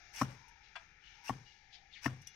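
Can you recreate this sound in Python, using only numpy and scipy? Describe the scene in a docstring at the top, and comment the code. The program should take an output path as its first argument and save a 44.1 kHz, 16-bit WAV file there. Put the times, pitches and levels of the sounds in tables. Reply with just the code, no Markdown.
"""A faint hiss, mostly on the left, then a crunch: a broad blade pares a hoof on a padded stand, outdoors.
Three times horn crackles under the edge, as dense random grains shaped by a spectrum, and breaks free.
The blade then knocks down and the stand thuds and wobbles, all as sums of damped sines.
In between the blade is set back on the hoof, its steel ringing in damped sines; chips tick,
the edge squeaks and scrapes in narrow noise bands, and clothing rustles as grainy band noise."""
import sys
import numpy as np
from scipy import signal
from scipy.fft import rfft, irfft
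from scipy.io import wavfile

SR = 44100
rng = np.random.default_rng(int(sys.argv[2]) if len(sys.argv) > 2 else 0)


def unload_wav(signal):
    """Save mono or channel-first audio to the path in sys.argv[1] as 16-bit WAV at rate SR, clipped to [-1, 1]."""
    wavfile.write(
        sys.argv[1],
        SR,
        np.round(np.clip(np.atleast_2d(signal).T, -1, 1) * 32767).astype(np.int16),
    )


N = 103635
TIME = np.arange(N) / SR  # seconds

# Noise of loose bits shivering on the stand. Each row: frequency in Hz, relative level in dB per Hz.
SHIVER_SPECTRUM = [(40, 3.5), (120, 16), (250, 4), (450, -2.5), (1000, -1.5), (2000, -6), (4000, -16.5),
                   (8000, -24), (15000, -36)]
SHARED_BASS_HZ = 343  # below this the two sides share one noise
SQUEAK_WIDTH_HZ = 62
RUB_PAN_DB, HORN_PAN_DB = 16.5, 14


def amp(db):
    """Logarithmic level: decibels to amplitude gain."""
    return 10 ** (np.asarray(db) / 20)


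def rms_one(x):
    """Normalization of power: scale to rms 1."""
    return x / np.sqrt(np.mean(x ** 2) + 1e-20)


def pan(db):
    """Interaural level difference: left louder than right by db, the louder side at gain 1."""
    gains = amp(np.array([[db], [-db]]) / 2)
    return gains / gains.max()


def curve(points):
    """Linear interpolation in time through rows of (seconds, value)."""
    return np.interp(TIME, *np.transpose(points))


def soften(x, hz, order=1):
    """Low-pass filtering."""
    sos = signal.butter(order, hz, fs=SR, output="sos")
    return signal.sosfilt(sos, x + 1e-18)


def thin(x, hz, order=2):
    """High-pass filtering."""
    sos = signal.butter(order, hz, "high", fs=SR, output="sos")
    return signal.sosfilt(sos, x + 1e-18)


def colour(x, points, ripple_db=4):
    """Spectral shaping: many small resonances ripple the given spectrum; rms 1."""
    ripple_width_hz = 130
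    hz, db = np.transpose(points)
    f = np.maximum(np.fft.rfftfreq(N, 1 / SR), 1)
    heights = np.minimum(rng.standard_normal(len(f)), 1)  # dips go deeper than peaks
    ripple = ripple_db * np.interp(f / ripple_width_hz, np.arange(len(f)), heights)
    spectrum_db = np.interp(np.log(f), np.log(hz), db)
    return rms_one(irfft(rfft(x) * amp(spectrum_db + ripple), N))


def noise():
    """Partial coherence: white noise, a little alike in both ears."""
    return 0.5 * rng.standard_normal(N) + rng.standard_normal((2, N))


def grains():
    """Random point process: dense tiny fractures of uneven size."""
    fractures_per_s, spread_db = 6000, 2.2
    sizes = amp(spread_db * np.minimum(rng.exponential(1, N), 4))
    return noise() * sizes * (rng.random(N) < fractures_per_s / SR)


def flutter(hz):
    """Random modulation: noise slower than hz; rms 1."""
    return rms_one(soften(rng.standard_normal(N), hz, order=3))


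def rough_tone(hz, width_hz):
    """Quadrature modulation: a narrow noise band, width_hz to each side of a pitch curve."""
    phase = 2 * np.pi * np.cumsum(hz) / SR
    return flutter(width_hz) * np.sin(phase) + flutter(width_hz) * np.cos(phase)


def decay(s, t60):
    """Exponential damping: jumps to 1 at time s and falls 60 dB in t60 seconds."""
    return (TIME >= s) * amp(-60 * np.clip((TIME - s) / t60, 0, 4))


def strike(s, modes, ratio=1):
    """Modal superposition: damped sines started at time s, their phases scaled by ratio."""
    age = TIME - s
    return sum(amp(db) * decay(s, t60) * np.sin(2 * np.pi * hz * ratio * age) for hz, db, t60 in modes)


def swell(start, end, rise, fall):
    """Growth and relaxation: Gaussian rise up to start, hold, exponential release after end."""
    return np.exp(-(np.maximum(start - TIME, 0) / rise) ** 2 - np.maximum(TIME - end, 0) / fall)


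def slicing():
    """Brittle fracture: horn crackles ever harder under the edge until the slice breaks off."""
    # Each row: bite and break in seconds, level and level of the finest crackle in dB, swell up to
    # the break in dB.
    cuts = [(0.149, 0.221, -39.5, -48, 9.5), (1.253, 1.294, -43.5, -54.5, 7.5),
            (2.034, 2.06, -37.5, -52.5, 11.5)]
    # Tearing horn, then its finest crackle. Each row: frequency in Hz, relative level in dB per Hz.
    horn_spectrum = [(60, -43), (170, -11.5), (400, -20), (1000, -0.5), (1450, -4.5), (1800, 2),
                     (2500, 0.5), (3400, -9), (4400, -9), (5700, 5.5), (6700, -14.5), (9000, -27.5)]
    crackle_spectrum = [(3000, -4), (6000, 3), (8500, 4.5), (12000, -3), (15500, -1)]
    bite_s, release_s = 0.012, 0.012

    horn = colour(grains(), horn_spectrum) * pan(HORN_PAN_DB)
    crackle = colour(grains(), crackle_spectrum) * pan(-3.5)
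    out = 0
    for start, end, db, crackle_db, swell_db in cuts:
        growth = amp(swell_db * np.clip((TIME - end) / (end - start), -1, 0))  # 1 at the break
        force = swell(start, end, bite_s, release_s) * growth
        out = out + force * (amp(db) * horn + amp(crackle_db) * crackle)
    return out


def squeaks():
    """Stick-slip friction: the edge catches on the horn in short gliding rasps."""
    # Each row: peak, rise and fall in seconds, level in dB, pitch at the peak in Hz,
    # glide in octaves per second, left-over-right pan in dB.
    slips = [(0.204, 0.01, 0.0074, -44.5, 2340, 3.5, -13), (1.287, 0.0078, 0.011, -45, 2757, 5, 1),
             (1.468, 0.0098, 0.07, -62.5, 2855, 0.092, 11)]
    out = 0
    for s, rise, fall, db, hz, glide, side in slips:
        pitch = hz * 2 ** (glide * np.clip(TIME - s, -0.1, 0.1))
        rasp = rough_tone(pitch, SQUEAK_WIDTH_HZ)
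        out = out + amp(db) * pan(side) * swell(s, s, rise, fall) * rasp
    return out


def scrape():
    """Sliding friction: the edge skids before the last cut, a gritty rasp and thin squeal falling in pitch."""
    # Each row: time in seconds, pitch in Hz, level of each of the two bands in dB.
    path = [(1.925, 3750, -71), (1.945, 3550, -47), (1.953, 2900, -55.5), (1.963, 2327, -50),
            (2.013, 1860, -65)]
    rasp_width_hz = 410
    s, hz, db = np.transpose(path)
    pitch = np.interp(TIME, s, hz)
    level = amp(np.interp(TIME, s, db)) * (TIME > s[0]) * (TIME < s[-1])
    squeal = rough_tone(pitch, SQUEAK_WIDTH_HZ)
    rasp = rough_tone(pitch, rasp_width_hz)
    return level * (squeal + rasp) * pan(RUB_PAN_DB)


def knocks():
    """Impact excitation: each contact of the freed blade is a dead clack that also rings the hoof."""
    # Each row: time in seconds, level in dB, clack pitch in Hz, left-over-right pan in dB.
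    contacts = [(0.2141, -22.5, 1130, 1.5), (0.2180, -17.5, 1144, 9.5), (0.2211, -27, 630, 4.5),
                (0.2313, -31.5, 1400, 12), (1.2956, -20, 876, 9.5), (1.2983, -28.5, 830, 5),
                (1.3036, -28, 1038, 7.5), (2.0581, -25.5, 956, 9), (2.0613, -18, 1830, 19),
                (2.063, -33, 2620, 1), (2.0637, -28, 690, 3), (2.08, -33.5, 1410, 11)]
    # Each row: frequency in Hz, level relative to the contact in dB, T60 in seconds.
    hoof_modes = [(824, -21, 0.044), (1098, -9, 0.037), (1280, -22.5, 0.052), (1753, -19, 0.036),
                  (2910, -28.5, 0.048), (5900, -27, 0.0078)]
    clack_t60_s, clack_soft_hz = 0.024, 2720
    out = 0
    for s, db, hz, side in contacts:
        clack = soften(strike(s, [(hz, 0, clack_t60_s)]), clack_soft_hz)
        out = out + amp(db) * pan(side) * (clack + strike(s, hoof_modes))
    return thin(out, 420, order=1)


def stand():
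    """Damped resonance: a first press and then the full weight thump, wobble and shiver the padded stand."""
    # Each row: time in seconds, thump level in dB, thump pitch ratio, wobble and shiver levels in dB.
    thuds = [(0.2209, -22.5, 0.95, -25, -39.5), (1.3052, -30, 0.87, -30.5, -44.5),
             (2.0655, -25, 0.97, -25, -42)]
    # The thump, then the wobble before settling. Each row: frequency in Hz, relative level in dB,
    # T60 in seconds.
    thump_modes = [(238.4, -4, 0.076), (281.5, -1, 0.05), (500, -13, 0.018)]
    wobble_modes = [(99.6, -32, 0.63), (132.96, -9.5, 0.37), (256.7, -29, 0.46)]
    press_lead_s, press_db = 0.00721, -8
    phase_sag_per_s, phase_jitter = 0.307, 0.01  # the growing phase lag makes the pitch sink
    settle_s, rough_db, shiver_t60_s = 0.25, 2.5, 0.38
    pad_soft_hz, low_hz = 860, 89

    body = shaking = 0
    for s, db, ratio, wobble_db, shiver_db in thuds:
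        age = np.clip(TIME - s, 0, 1)
        uneven = amp(rough_db * flutter(45) * np.minimum(age / 0.019, 1))
        settling = np.exp(-(age / settle_s) ** 4)  # friction stops the wobble
        phase_ratio = 1 - phase_sag_per_s * age + phase_jitter * flutter(21)
        for start, force in ((s - press_lead_s, amp(press_db)), (s, 1)):
            thump = amp(db) * strike(start, thump_modes, ratio)
            wobble = amp(wobble_db) * uneven * settling * strike(start, wobble_modes, phase_ratio)
            body = body + force * (thump + wobble)
        shaking = shaking + amp(shiver_db) * decay(s, shiver_t60_s)

    rattle = colour(grains(), SHIVER_SPECTRUM) * rms_one(amp(1.9 * flutter(45)))
    rattle = thin(rattle, SHARED_BASS_HZ, order=1) + soften(rattle[0], SHARED_BASS_HZ)
    body = thin(soften(body, pad_soft_hz), low_hz)
    return (body + shaking * rattle) * pan(4)


def slice_lands():
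    """Multiple impacts: the first slice of horn tumbles over the pad with a dull rattle."""
    land_s, level_db, rise_s, fall_s = 0.299, -51, 0.0046, 0.04
    rattle = rms_one(thin(colour(grains(), SHIVER_SPECTRUM), 450))
    return amp(level_db) * swell(land_s, land_s, rise_s, fall_s) * rattle * pan(HORN_PAN_DB)


def blade_set():
    """Friction and modal ringing: the edge scuffs onto the horn, the steel's ring builds up and dies."""
    # Each row: frequency in Hz, relative level in dB, T60 in seconds.
    blade_modes = [(667, -11, 0.19), (742, -2.5, 0.079), (1250, -13, 0.09), (1616, 3.5, 0.1),
                   (2030, 0, 0.04), (2396, -2.5, 0.11), (2940, -8, 0.065), (3412, -2, 0.1)]
    # Scuff and soft tail. Each row: frequency in Hz, relative level in dB per Hz.
    scuff_spectrum = [(500, -6.5), (720, 0.5), (1500, 2), (3500, -7), (6000, -18.5), (15000, -40)]
    touch_s, slide_s, level_db = 0.7545, 0.008, -39.5
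    scuff_db, scuff_fall_s = -1.5, 0.0057  # relative to level_db, as is the tail
    tail_db, tail_t60_s = -11.5, 0.32

    seated = touch_s + slide_s
    scuff = amp(scuff_db) * swell(seated, seated, slide_s, scuff_fall_s)
    tail = amp(tail_db) * decay(seated, tail_t60_s)
    grit = (TIME > touch_s) * (scuff + tail) * colour(noise(), scuff_spectrum)
    ring = np.clip((TIME - touch_s) / slide_s, 0, 1) * strike(touch_s, blade_modes)
    out = thin(amp(level_db) * (ring + grit), 580, order=4)
    return pan(9) * soften(out, 6670, order=2)


def chips():
    """Transient excitation: snapping horn chips crumble in bright ticks with a short, many-toned ring."""
    # Each row: time in seconds, level in dB, left-over-right pan in dB.
    ticks = [(0.159, -43.5, 0.5), (0.482, -57, 20), (2.0305, -51, 10), (2.0568, -55, 20), (2.217, -57, 1.5),
             (2.27, -43.5, 5.5)]
    # The crumble. 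Each row: frequency in Hz, relative level in dB per Hz.
    crumble_spectrum = [(800, -45), (2500, 4.5), (4300, -1.5), (5900, 16), (7800, -2), (11000, 2),
                        (15500, -23)]
    # The ring. Each row: frequency in Hz, level relative to the tick in dB.
    ring_tones = [(2840, -13), (3400, -15), (5930, -11.5), (6480, -26)]
    rise_s, crumble_t60_s, ring_t60_s = 0.0024, 0.061, 0.25

    crumble = colour(noise(), crumble_spectrum)
    modes = [(hz, db, ring_t60_s) for hz, db in ring_tones]
    out = 0
    for s, db, side in ticks:
        attack = np.clip((TIME - s) / rise_s, 0, 1)
        tick = crumble * decay(s, crumble_t60_s) + strike(s, modes)
        out = out + amp(db) * pan(side) * attack * tick
    return out


def rustles():
    """Random surface friction: sleeves and hands rub in grainy swishes, each around its own pitch."""
    # Each row: peak, rise and fall in seconds, level before filtering in dB, centre frequency in Hz.
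    rubs = [(0.644, 0.014, 0.054, -57.5, 2860), (1.078, 0.053, 0.1, -55, 2520),
            (1.468, 0.016, 0.17, -61, 4260), (1.745, 0.023, 0.037, -51, 3290),
            (1.95, 0.028, 0.077, -53.5, 3240)]
    half_width_octaves, grain_db, grain_hz = 0.58, 1.6, 118
    hz = np.geomspace(200, 15000, 30)
    out = 0
    for s, rise, fall, db, centre in rubs:
        shape_db = -10 * np.log10(1 + (np.log2(hz / centre) / half_width_octaves) ** 4)
        out = out + amp(db) * swell(s, s, rise, fall) * colour(noise(), np.c_[hz, shape_db])
    grain = rms_one(amp(grain_db * flutter(grain_hz)))
    return thin(soften(out * grain, 6290, order=8), 1700, order=3) * pan(RUB_PAN_DB)


def background():
    """Incoherent superposition: faint noise, a wandering narrow band, a midrange band and a high hiss."""
    # Noise, then high hiss. Each row: frequency in Hz, relative level in dB per Hz.
    air_spectrum = [(25, -3.5), (55, 1), (90, -7), (200, -8.5), (450, -19), (630, -18.5), (830, -7),
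                    (1100, -23), (1480, -10), (1900, 2), (2500, -3), (3200, -13.5), (5000, -23),
                    (9000, -61)]
    hiss_spectrum = [(2000, -27), (3600, 2), (5000, 2.5), (5800, 11), (6700, -2), (7500, -26.5),
                     (14000, -23.5)]
    # Each row: time in seconds, change of the noise level in dB.
    air_change = [(0, 2.5), (0.95, 0), (1.22, 0.5), (1.6, -2), (2.34, 1.5)]
    # High hiss, then midrange. Each row: time in seconds, level in dB.
    hiss_level = [(0, -63), (0.27, -61.5), (0.6, -70.5), (0.83, -67.5), (0.99, -75.5), (1.1, -65.5),
                  (1.36, -63.5), (1.66, -73.5), (1.9, -72.5), (2.34, -63)]
    mid_level = [(0, -65), (0.55, -72), (1.4, -69.5), (1.58, -88), (2.34, -74)]
    # Each row: time in seconds, centre of the wandering band in Hz, level in dB.
    whir_path = [(0, 701, -70), (0.428, 937.5, -62.5), (0.697, 827, -71.5), (1.0, 850, -86),
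                 (1.241, 889.5, -59), (1.55, 841, -74), (1.821, 770, -66), (1.97, 808.5, -78)]
    air_db, whir_width_hz = -61, 77.3
    mid_hz, mid_width_hz = 1456, 160

    air = amp(air_db + curve(air_change)) * colour(noise(), air_spectrum)
    hiss = amp(curve(hiss_level)) * colour(noise(), hiss_spectrum)
    s, hz, db = np.transpose(whir_path)
    whir = amp(np.interp(TIME, s, db)) * rough_tone(np.interp(TIME, s, hz), whir_width_hz)
    midrange = amp(curve(mid_level)) * rough_tone(np.full(N, mid_hz), mid_width_hz)
    right_bass = soften(air[0], SHARED_BASS_HZ) * np.array([[0], [0.55]])  # the left's bass, also on the right
    return (air + hiss + whir + midrange) * pan(21) + right_bass


def scene():
    """Linear superposition of all sources; knocks and stand push with opposite polarity."""
    cutting = slicing() + squeaks() + scrape()
    impacts = slice_lands() - knocks() - stand()
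    handling = blade_set() + chips() + rustles()
    return cutting + impacts + handling + background()


def record(dry):
    """Band limiting: a steep elliptic low-pass cuts the top."""
    cutoff_hz = 15700
    return signal.sosfilt(signal.ellip(10, 0.2, 70, cutoff_hz, fs=SR, output="sos"), dry)


dry = scene()
out = record(dry)
unload_wav(out)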